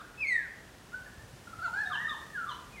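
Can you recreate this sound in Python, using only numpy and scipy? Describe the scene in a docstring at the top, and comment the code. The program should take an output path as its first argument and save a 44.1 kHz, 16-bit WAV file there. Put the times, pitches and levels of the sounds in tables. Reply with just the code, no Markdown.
"""Pied currawongs among garden trees, over a steady hush, leaf hiss, a distant drone and soft low bumps.
A yelp is just ending; then, close to the microphone, come a loud falling whistle and a soft rising one.
A soft answer and two pips lead into a warble, overlapped by reedy down-slurred yelps and more whistles,
and a farther bird whistles last. Each note is a syrinx tone coloured by throat and bill, which trunks
and foliage scatter into a fluttering tail."""
import sys
import numpy as np
from scipy import signal
from scipy.fft import rfft, irfft, next_fast_len
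from scipy.io import wavfile
from scipy.ndimage import map_coordinates

SR = 44100
rng = np.random.default_rng(int(sys.argv[2]) if len(sys.argv) > 2 else 0)


def unload_audio(sound):
    """Save the sound as a 16-bit wav file, at the path given as the first command line argument."""
    columns = np.transpose(np.atleast_2d(sound))
    # keep every value between -1 and 1, then stretch to whole-number steps
    steps = np.round(np.clip(columns, -1, 1) * 32767)
    wavfile.write(sys.argv[1], SR, steps.astype(np.int16))


N = 123479
LEAD = SR // 4  # samples of run-up before the scene opens
TIME = np.arange(-LEAD, N) / SR


def amp(db):
    """Decibels to gain."""
    return 10 ** (np.asarray(db) / 20)


def along(points, hz):
    """Interpolate (frequency [Hz], value) points on a log frequency axis."""
    frequencies, values = np.transpose(points)
    return np.interp(np.log(hz + 1), np.log(frequencies + 1), values)


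def curve(points, t=TIME):
    """Interpolate (time [s], value) points."""
    return np.interp(t, *np.transpose(points))


def wobble(knots_per_s, size):
    """A smooth random curve."""
    return map_coordinates(rng.standard_normal(2000), [np.arange(size) * knots_per_s / SR], mode="wrap")


def filtered(x, response):
    """Weight the spectrum of x by a gain that depends on frequency."""
    size = next_fast_len(len(x) + SR // 2)
    return irfft(rfft(x, size) * response(np.fft.rfftfreq(size, 1 / SR)), size)[:len(x)]


def noise(response):
    """Coloured noise of rms 1."""
    x = filtered(rng.standard_normal(len(TIME)), response)
    return x / np.sqrt(np.mean(x ** 2) + 1e-20)


def noise_band(centre_hz, half_width_hz):
    """Noise of rms 1 with one broad peak."""
    return noise(lambda hz: 1 / (1 + ((hz - centre_hz) / half_width_hz) ** 2))


# Spectrum of the open air (frequency [Hz], relative level [dB])
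HUSH_SPECTRUM = [(20, -14.5), (48, -0.5), (123, -8), (402, -9), (1390, -15), (1820, -14), (2190, -19.5),
                 (3030, -20.5), (15700, -41.5)]
# Distant drone and rustling leaves (time [s], level [dB])
DRONE_SWELL = [(.5, -62), (1.6, -57.5)]
LEAF_SWELL = [(.5, -64.5), (1.6, -61), (2.3, -60.5), (2.8, -62)]


def garden_air(hush_db=-54.5):
    """All around the microphone: a steady hush, a low drone far off and the hiss of leaves."""
    hush = amp(hush_db) * noise(lambda hz: amp(along(HUSH_SPECTRUM, hz)))
    drone = amp(curve(DRONE_SWELL)) * noise_band(centre_hz=140.5, half_width_hz=93)
    leaves = amp(curve(LEAF_SWELL)) * noise_band(centre_hz=5560, half_width_hz=5600)
    return hush + drone + leaves


EDGE_S, WAVER_PER_S, SHIMMER_DB = 0.0054, 160, 2
FLICKER_DB, FLICKER_PER_S = 4, 68.8


def syrinx(gesture, harmonics_db, brightness=None, jitter=0.0073, rasp=0):
    """An unsteady tone along a pitch and level curve; harmonics from the third up flicker separately."""
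    times, pitches, levels = np.transpose(gesture)
    sounding = (TIME > times[0] - EDGE_S / 2) & (TIME < times[-1] + EDGE_S / 2)
    t = TIME[sounding]
    hz = np.interp(t, times, pitches) * (1 + jitter * wobble(WAVER_PER_S, len(t)))
    phase = 2 * np.pi * np.cumsum(hz) / SR
    overtones = amp(harmonics_db[1]) * np.sin(2 * phase)
    for k, db in enumerate(harmonics_db[2:], start=3):
        overtones += amp(db + FLICKER_DB * wobble(FLICKER_PER_S, len(t))) * np.sin(k * phase)
    if rasp:  # a fast, uneven flutter widens the overtones
        overtones *= 1 + rasp * wobble(2 * WAVER_PER_S, len(t))
    if brightness is not None:
        overtones *= amp(curve(brightness, t))
    tone = amp(harmonics_db[0]) * np.sin(phase) + overtones
    to_edge_s = np.minimum(t - times[0], times[-1] - t)
    gate = np.sin(np.pi / 2 * np.clip(to_edge_s / EDGE_S + .5, 0, 1)) ** 2
    level_db = np.interp(t, times, levels) + SHIMMER_DB * wobble(WAVER_PER_S, len(t))
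    out = np.zeros(len(TIME))
    out[sounding] = np.sqrt(2) * gate * tone * amp(level_db)
    return out


def throat(x, resonances, relative_half_width=0.043):
    """Resonances and notches of throat and bill: an overtone flares or dips as it slides through one."""
    def gain_db(hz):
        return sum(db / (1 + ((hz / centre - 1) / relative_half_width) ** 2) for centre, db in resonances)
    return filtered(x, lambda hz: amp(gain_db(hz)))


# Ring of trunks and foliage (frequency [Hz], time to fall 60 dB [s])
TREE_DECAY = [(500, 0.85), (1700, 0.72), (4000, 0.46), (10000, 0.2)]
TAIL_DB, TAIL_BUILD_S = -9.5, 0.014
BRANCH_DB, BRANCH_S = -6, 0.034
ECHO_DB, ECHO_S = -19, 0.105


def trees(x, wet_db=0, leaf_cutoff_hz=4720):
    """Bird to microphone: a direct path dulled by leaves, scatter off near branches, an echo, a tail."""
    hz, frame_s, spectrum = signal.stft(rng.standard_normal(SR), SR, nperseg=256)
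    decay = amp(-60 * frame_s / along(TREE_DECAY, hz)[:, None])
    tail = signal.istft(spectrum * decay, SR, nperseg=256)[1][:SR]
    t = np.arange(SR) / SR
    tail *= 1 - np.exp(-t / TAIL_BUILD_S)
    branches = rng.standard_normal(SR) * t * np.exp(-2 * t / BRANCH_S)
    scatter = amp(TAIL_DB) * tail / np.linalg.norm(tail)
    scatter += amp(BRANCH_DB) * branches / np.linalg.norm(branches)
    echo = amp(ECHO_DB) * np.interp(TIME - ECHO_S, TIME, x, left=0)
    direct = filtered(x, lambda hz: 1 / np.sqrt(1 + (hz / leaf_cutoff_hz) ** 4))
    return direct + amp(wet_db) * (echo + signal.fftconvolve(x, scatter)[:len(x)])


# One curve per yelp (time [s], pitch [Hz], level [dB])
YELP_SLURS = [
    [(-.04, 1582, -40), (-.003, 1376, -43.5), (.016, 1129, -41.5)],
    [(1.678, 972, -39.5), (1.702, 795, -48)],
    [(1.9, 1338, -39.5), (1.922, 1178, -33), (1.937, 1063, -39), (1.95, 1012, -48.5), (1.96, 911, -32)],
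    [(2.08, 1229, -37.5), (2.12, 1196, -38.5), (2.137, 1028, -43), (2.15, 890, -38)],
    [(2.464, 1210, -39), (2.494, 1185, -34), (2.503, 1087, -41.5), (2.526, 966, -40.5)],
]
# Reedy timbre, from the fundamental up (relative level [dB])
YELP_HARMONICS = [-4.5, -27, -15, -29, -39, -35]
# Bite of the yelps (time [s], overtone gain [dB])
YELP_BRIGHTNESS = [(-.01, -20), (.008, -5), (1.7, -11), (1.912, -11), (1.945, 10), (2.07, -23),
                   (2.095, 0.5), (2.15, -12), (2.487, -17.5), (2.505, 7)]
# Throat and bill for the yelps and the whistles among the trees (frequency [Hz], gain [dB])
SLUR_THROAT = [(2600, -10.5), (3050, 10), (3650, 5.5), (6400, 11)]


def yelps():
    """Back in the trees: stepped, slightly rough downward slurs with a strong third harmonic."""
    calls = sum(syrinx(slur, YELP_HARMONICS, YELP_BRIGHTNESS, jitter=0.02, rasp=0.55)
                for slur in YELP_SLURS)
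    return throat(calls, SLUR_THROAT)


# The two close whistles (time [s], pitch [Hz], level [dB])
LOUD_FALL = [(.176, 2590, -49), (.214, 2585, -33.5), (.25, 2260, -26.5), (.262, 2106, -39),
             (.285, 2188, -30), (.312, 1999, -27), (.36, 1866, -25.5), (.405, 1711, -35.5),
             (.45, 1553, -46), (.472, 1414, -52)]
SOFT_RISE = [(.918, 1367, -57.5), (.946, 1469, -36), (.964, 1517, -47.5), (1.03, 1471, -48.5)]
# Open and nearly pure timbres, from the fundamental up (relative level [dB])
OPEN_HARMONICS = [-2, -16.5, -38.5, -34, -32.5, -42, -32]
PURE_HARMONICS = [-0.5, -32, -37]
# Brightness of the loud whistle (time [s], overtone gain [dB])
FALL_BRIGHTNESS = [(.2, -5.5), (.25, -18.5), (.275, 2.5), (.31, -9), (.35, -10), (.42, -24)]
# Throat and bill of the close bird (frequency [Hz], gain [dB])
CLOSE_THROAT = [(6520, 19.5), (8150, 16.5), (10000, 10)]


def close_whistles():
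    """Nearest the microphone: a long falling whistle that brightens midway, then a soft rising one."""
    falling = syrinx(LOUD_FALL, OPEN_HARMONICS, FALL_BRIGHTNESS)
    rising = syrinx(SOFT_RISE, PURE_HARMONICS)
    return throat(falling + rising, CLOSE_THROAT)


# Soft low bumps (time [s], pitch [Hz], level [dB])
LOW_BUMPS = [(0.209, 86, -50.5), (1.179, 76, -44.5), (1.237, 109, -47), (1.331, 122, -46),
             (1.583, 87.5, -48), (2.459, 76, -56.5)]


def bumps(rise_s=0.0056):
    """Soft bumps under the birds, each a low tone that dies within a few cycles."""
    out = np.zeros(len(TIME))
    for start, hz, db in LOW_BUMPS:
        t = np.maximum(TIME - start, 0)
        envelope = t / rise_s * np.exp(1 - t / rise_s)
        out += amp(db) * np.sqrt(2) * envelope * np.sin(2 * np.pi * hz * t)
    return out


# Whistles among the trees (time [s], pitch [Hz], level [dB])
ANSWER = [(1.06, 1780, -50), (1.072, 1700, -49.5), (1.091, 1620, -61.5), (1.24, 1824, -61.5)]
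WARBLE_TOP = [(1.857, 1681, -37), (1.876, 1734, -33.5), (1.888, 1730, -51)]
UPSLUR = [(1.906, 1375, -51), (1.938, 1599, -33.5), (1.98, 1764, -36.5), (2.021, 1921, -38),
          (2.057, 1798, -33), (2.081, 1872, -41), (2.122, 1825, -49), (2.16, 1716, -47)]
DOWNSLUR = [(2.333, 1825, -47.5), (2.363, 1635, -34.5), (2.38, 1474, -37), (2.416, 1354, -37.5),
            (2.459, 1294, -50)]
FAR_BIRD = [(2.727, 2464, -54), (2.753, 2500, -45), (2.77, 2176, -55.5), (2.786, 2084, -50.5),
            (2.82, 2140, -26.5)]


def tree_whistles():
    """Nearly pure slurs from deeper in the garden, the last from a farther bird."""
    slurs = (ANSWER, WARBLE_TOP, UPSLUR, DOWNSLUR, FAR_BIRD)
    return throat(sum(syrinx(slur, PURE_HARMONICS) for slur in slurs), SLUR_THROAT)


# Two pips, then the curves of the warble and its hollow last note (time [s], pitch [Hz], level [dB])
LEAD_PIPS = [(1.472, 1410, -45), (1.531, 1338, -39)]
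LOW_WARBLE = [(1.59, 698.6, -41.5), (1.615, 645, -42), (1.638, 778.5, -36.5), (1.666, 662, -30),
              (1.682, 675.2, -59), (1.722, 679, -53), (1.731, 697.8, -34), (1.757, 781, -34.5),
              (1.785, 833, -30.5), (1.815, 876.4, -35), (1.838, 832, -31.5), (1.856, 706, -58)]
HOLLOW_END = [(1.853, 753, -49.5), (1.925, 711.5, -48)]
# Their timbres, from the fundamental up (relative level [dB])
WARBLE_HARMONICS = [-21.5, -1, -31, -33, -35.5, -31.5, -36, -43, -41.5, -35]
HOLLOW_HARMONICS = [-1.5, -7, -25, -41, -11]
# Throat and bill of the low voice (frequency [Hz], gain [dB])
LOW_THROAT = [(4400, 14), (5100, -10), (7400, 9)]


def warble(pip_s=0.011, pip_bend=0.029):
    """In the trees: falling pips, a low wavering voice carried by its second harmonic, a hollow note."""
    pips = np.zeros(len(TIME))
    for start, hz, db in LEAD_PIPS:
        fall = [(start, hz * (1 + pip_bend), db), (start + pip_s, hz * (1 - pip_bend), db)]
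        pips += syrinx(fall, PURE_HARMONICS)
    wavering = syrinx(LOW_WARBLE, WARBLE_HARMONICS)
    hollow = syrinx(HOLLOW_END, HOLLOW_HARMONICS)
    return throat(pips + wavering + hollow, LOW_THROAT)


def scene():
    """One microphone in the garden; each voice takes its own paths to it through the trees."""
    birds = (trees(close_whistles(), wet_db=-3.5)  # closer, so drier
             + trees(tree_whistles())
             + trees(warble(), wet_db=-1.5)
             + trees(yelps(), wet_db=0.5))
    return (birds + garden_air() + bumps())[None, LEAD:]


def record(dry):
    """The camera's microphone channel cuts the deep bass and keeps nothing above its band limit."""
    low_cut_hz, top_hz = 41.4, 15850

    def response(hz):
        return (hz < top_hz) / np.sqrt(1 + (low_cut_hz / (hz + 1)) ** 8)
    return np.array([filtered(channel, response) for channel in dry])


dry = scene()
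out = record(dry)
unload_audio(out)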